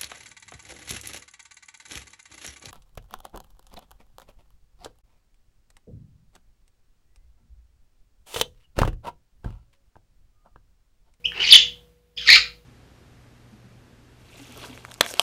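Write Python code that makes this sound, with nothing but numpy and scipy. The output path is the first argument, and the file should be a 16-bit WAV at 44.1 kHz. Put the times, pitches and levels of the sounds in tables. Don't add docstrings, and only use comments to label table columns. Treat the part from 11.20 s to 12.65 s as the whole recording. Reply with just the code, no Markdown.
import sys
import numpy as np
from scipy import signal
from scipy.fft import rfft, irfft, next_fast_len
from scipy.io import wavfile
from scipy.ndimage import uniform_filter1d, map_coordinates

SR = 44100
rng = np.random.default_rng(int(sys.argv[2]) if len(sys.argv) > 2 else 0)


def to_wav(s):
    ch = np.atleast_2d(s).T
    pcm = np.round(np.clip(ch, -1, 1) * 32767)
    wavfile.write(sys.argv[1], SR, pcm.astype(np.int16))


N = 63945


def amp(db):
    return 10 ** (np.asarray(db) / 20)


def unit(x):
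    return x / np.sqrt(np.mean(x ** 2) + 1e-20)


def along(points, hz):
    point_hz, values = np.transpose(points)
    return np.interp(np.log(hz + 1), np.log(point_hz + 1), values)


def wobble(rate_hz):
    return map_coordinates(rng.standard_normal(N // 8), [np.arange(N) * rate_hz / SR], mode="wrap")


def filtered(x, response):
    padded = next_fast_len(N + SR // 2)
    hz = np.fft.rfftfreq(padded, 1 / SR)
    return irfft(rfft(x, padded) * response(hz), padded)[:N]


def noise(spectrum):
    return unit(filtered(rng.standard_normal(N), lambda hz: amp(along(spectrum, hz))))


def band(centre_hz, width_hz):
    return unit(filtered(rng.standard_normal(N), lambda hz: np.exp(-((hz - centre_hz) / width_hz) ** 2 / 2)))


# freq_hz, level_db (rms, before the recorder)
HUM_LINES = [(55, -48.5), (119, -60), (165, -55), (328.4, -67.5), (485.5, -51.5)]
# (per Hz, relative)
RUMBLE_COLOUR = [(20, -11), (60, -0.5), (100, -6), (180, -10), (300, -16), (600, -18), (1200, -23.5),
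                 (3000, -24), (8000, -31.5), (15000, -31.5)]
RUMBLE_DB = -49.5


def appliance():
    t = np.arange(N) / SR
    lines = np.zeros(N)
    for hz, level_db in HUM_LINES:
        level = amp(level_db + 1.4 * wobble(5.4))
        lines += level * np.sin(2 * np.pi * (hz * t + rng.random()) + .2 * wobble(5.1))
    return np.sqrt(2) * lines + amp(RUMBLE_DB) * noise(RUMBLE_COLOUR)


# freq_hz, t60_s
ROOM_T60 = [(200, 0.27), (1000, .36), (2200, 0.32), (3300, 0.33), (3900, 0.34), (5000, 0.3), (7000, .3),
            (12000, 0.19)]
# freq_hz, gain_db
ROOM_COLOUR = [(300, -1), (1400, -0.5), (2200, -2.5), (2700, 2.5), (3200, -1.5), (3550, -3.5), (3900, 0),
               (4400, -1.5), (5200, 3), (5900, 0.5), (6600, 0.5), (8000, 0.5), (14000, -1)]
# freq_hz, t60_s, level_db
CAGE = [(3205, .62, -7), (3880, .5, -13)]
ROOM_DB, WALL_DELAY_S = -2.5, .004


def room(x):
    hz, t, grid = signal.stft(rng.standard_normal(SR * 3 // 4), SR, nperseg=256)
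    tail_db = along(ROOM_COLOUR, hz)[:, None] - 60 * t / along(ROOM_T60, hz)[:, None]
    tail = signal.istft(grid * amp(tail_db), SR, nperseg=256)[1]
    age = np.arange(len(tail)) / SR
    tail = tail * np.clip(age / WALL_DELAY_S - .5, 0, 1)
    plain_decay = amp(-60 * age / along(ROOM_T60, CAGE[0][0]))
    answer = amp(ROOM_DB) * tail / np.linalg.norm(plain_decay)
    for ring_hz, t60, level_db in CAGE:
        fade = amp(-60 * age / t60)
        answer = answer + amp(level_db) * 2 * fade / fade.sum() * np.sin(2 * np.pi * ring_hz * age)
    return x + signal.fftconvolve(x, answer)[:N]


# peak_s, half_length_s, level_db, centre_hz, half_width_hz
PUFFS = [(.185, 0.0399, -42, 378.3, 69), (.195, .05, -42, 880, 220), (0.195, 0.054, -33.5, 1946, 450),
         (0.352, .012, -21.5, 2006, 200), (0.995, .005, -42, 1900, 199.8), (1.027, .02, -41, 1634, 230),
         (1.085, .025, -35.5, 1336, 99.3), (1.129, .016, -35.5, 734, 81.4), (1.166, 0.01, -25.5, 1402, 141)]


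def puffs():
    t = np.arange(N) / SR
    total = np.zeros(N)
    for peak_s, half_s, level_db, centre_hz, width_hz in PUFFS:
        swell = np.exp(-((t - peak_s) / half_s) ** 2)
        total += amp(level_db) * swell * band(centre_hz, width_hz)
    return total


EDGE_S = 0.00095
CLICK_S, CLICK_DB, CLICK_T60 = .119, -25.5, 0.023
# (per Hz, relative)
BEAK = [(300, -23.5), (900, -17.5), (1400, -4), (1900, 0.5), (3000, -5), (6000, -29), (15000, -55)]


def beak_click():
    age = np.arange(N) / SR - CLICK_S
    decay = amp(CLICK_DB - 60 * np.abs(age) / CLICK_T60)
    return np.clip(age / EDGE_S, 0, 1) * decay * noise(BEAK)


# (per Hz, relative)
THROAT = [(600, -48.5), (1020, -32.5), (1350, -20.5), (1620, -19), (2050, -0.5), (2500, -2), (3100, -2.5),
          (3900, 0.5), (5000, -3), (5900, -15.5), (7000, -24), (7800, -28), (11000, -36.5), (15500, -45.5)]
# (per Hz, relative)
AIR = [(100, -15), (250, -8), (400, 0.5), (750, -2), (1100, 0.5), (2000, -4), (5000, -18), (15000, -36.5)]
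FLUTTER_HZ, TREMBLE_HZ = 749.1, 379.7
GRAIN_HZ, GRAIN_DB = 330, 2
SHRILL_HZ, SHRILL_WIDTH_HZ, SHRILL_DB, SHRILL_GROWTH = 6700, 380, -12, 0.55


def call(rows, voice):
    flutter, tremble_db, third_db, growl_db, air_db = voice
    t = np.arange(N) / SR
    time_s, *columns = np.transpose(rows)
    hz, level_db, octave_db, hoarse_db = [np.interp(t, time_s, column) for column in columns]

    phase = 2 * np.pi * np.cumsum(hz * (1 + flutter * wobble(FLUTTER_HZ))) / SR
    tone = np.sin(phase) + amp(octave_db) * np.sin(2 * phase)
    tone += amp(third_db) * np.sin(3 * phase)
    tone += amp(growl_db) * (np.sin(phase / 2) + np.sin(1.5 * phase))
    tremble = unit(amp(tremble_db * np.minimum(wobble(TREMBLE_HZ), 1)))

    shrill = amp(SHRILL_DB + SHRILL_GROWTH * level_db) * band(SHRILL_HZ, SHRILL_WIDTH_HZ)
    hoarse = noise(THROAT) + shrill
    bursts = unit(amp(GRAIN_DB * np.minimum(wobble(GRAIN_HZ), 1)))

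    sound = np.sqrt(2) * tremble * tone
    sound += amp(hoarse_db) * bursts * hoarse
    sound += amp(air_db) * noise(AIR)
    gate = np.clip(np.minimum(t - time_s[0], time_s[-1] - t) / EDGE_S + .5, 0, 1)
    return gate * amp(level_db) * sound


# time_s, pitch_hz, level_db, octave_db (re the tone), hoarse_db (re the tone)
CHIRP = [(.041, 2250, -42.5, -20.5, -38.5), (.045, 2500, -25, -19, -37.5), (.051, 2657, -26, -16, -36),
         (.055, 2855, -18, -25, -42.5), (.059, 3093, -12, -32.5, -47.5), (.063, 3350, -32, -26, -37.5)]
RASP = [(.14, 2750, -43, -22.5, -4), (.165, 2650, -28, -26, -11), (.195, 2700, -31, -25, -6.5),
        (.202, 2830, -22, -28, -10), (.23, 3100, -23, -19.5, -7), (.24, 2501, -21.5, -8, -6.5),
        (.25, 2203, -24, 2.5, -3), (.262, 1990, -26, -6.5, -1), (.274, 2857, -17.5, -8.5, -5.5),
        (.283, 3107, -27, -14, -6), (.293, 2593, -20.5, -13.5, -1.5), (.299, 3218, -20, -18, -3),
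        (.305, 3170, -24, -18, 0.5), (.311, 3270, -15, -28.5, -9.5), (.322, 3180, -14, -28, -13.5)]
SQUEAL = [(.305, 4350, -21, -38, -10), (.313, 4750, -9, -42, -14), (.318, 4400, -9, -38, -16),
          (.321, 4000, -16, -31, -13), (.325, 3800, 1, -37.5, -22), (.331, 3280, -1.5, -24, -19),
          (.339, 3150, -2, -23, -13), (.348, 2950, -14, -8, 5), (.355, 3250, -1, -23, -17),
          (.363, 3230, -2, -22, -18), (.371, 3190, -25, -20, -7)]
PEEP = [(.971, 3226, -36.5, -18.5, -14.5), (.975, 3330, -25.5, -19.5, -16.5),
        (.985, 3386, -23.5, -29.5, -15.5), (.99, 3400, -32.5, -23.5, -5.5), (1.008, 3300, -27, -26.5, -13),
        (1.018, 3106, -29, -18.5, -5.5), (1.04, 3150, -35, -13, 2), (1.058, 3050, -35, -14, 2)]
UNDERTONE = [(.965, 2450, -59, 21, -2), (.969, 2530, -54, 18.5, -4.5), (.975, 2552, -41, 1, -12.5),
             (.983, 2540, -27, -7, -16), (.988, 2540, -45, -5, -12), (1.011, 2560, -58.5, 8.5, -2.5),
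             (1.014, 2585, -50.5, 18.5, -2), (1.018, 2600, -57, 8.5, -1)]
SQUAWK = [(1.056, 2799, -30.5, -3.5, -2.5), (1.073, 2249, -26, -1, 3), (1.078, 2154, -21.5, 5, 1),
          (1.086, 2016, -16, 0, -3.5), (1.091, 1950, -4, -4.5, -10.5), (1.097, 2054, -15.5, 1.5, -3.5),
          (1.105, 2339, -5.5, -9, -8.5), (1.112, 2280, -14.5, 1.5, -0.5), (1.121, 2199, -15.5, 4.5, 3),
          (1.131, 2081, -12.5, 3.5, -1), (1.141, 2199, -12, -6.5, -1.5), (1.151, 2547, -16.5, 1, 2.5),
          (1.161, 2450, -15.5, -8.5, 6), (1.168, 2404, -31, -4, 4)]
# flutter_share (of pitch), tremble_db, third_harmonic_db, growl_db, air_db (last three re tone)
CHIRP_VOICE = (-0.0037, 1.5, -52, -60.5, -59.5)
RASP_VOICE = (.06, 5.5, -42, -32, -27)
SQUEAL_VOICE = (0.07, 2, -42.5, -51.5, -35)
PEEP_VOICE = (-0.04, 3.5, -45.5, -45, -43)
SQUAWK_VOICE = (.055, 4, -22, -35, -33.5)


def parrot_calls():
    calls = [
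        (CHIRP, CHIRP_VOICE), (RASP, RASP_VOICE), (SQUEAL, SQUEAL_VOICE),
        (PEEP, PEEP_VOICE), (UNDERTONE, PEEP_VOICE), (SQUAWK, SQUAWK_VOICE),
    ]
    return sum(room(call(rows, voice)) for rows, voice in calls)


def scene():
    background = appliance()
    small_sounds = room(beak_click() + puffs())
    return (background + small_sounds + parrot_calls())[None]


OPEN_DB, SHUT_DB = -17.5, -52
DUCK_DB, START_DUCK_DB, RELEASE_DB_PER_S = 18, 11, 46.5
DRIVE_DB, CLIP_HARDNESS = -1, 9.2
TOP_HZ = 15700


def record(dry):
    x = dry[0]
    treble_power = uniform_filter1d(filtered(x, lambda hz: hz > 1000) ** 2, size=256)
    level_db = 10 * np.log10(np.abs(treble_power) + 1e-12)
    wanted_db = -DUCK_DB * np.clip((OPEN_DB - level_db) / (OPEN_DB - SHUT_DB), 0, 1)
    wanted_db[0] = -START_DUCK_DB
    sag_db = RELEASE_DB_PER_S * np.arange(N) / SR
    gain_db = np.maximum.accumulate(wanted_db + sag_db) - sag_db
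    x = x * amp(gain_db + DRIVE_DB)
    x = x / (1 + np.abs(x) ** CLIP_HARDNESS) ** (1 / CLIP_HARDNESS)
    return filtered(x, lambda hz: hz < TOP_HZ)[None]


dry = scene()
out = record(dry)
to_wav(out)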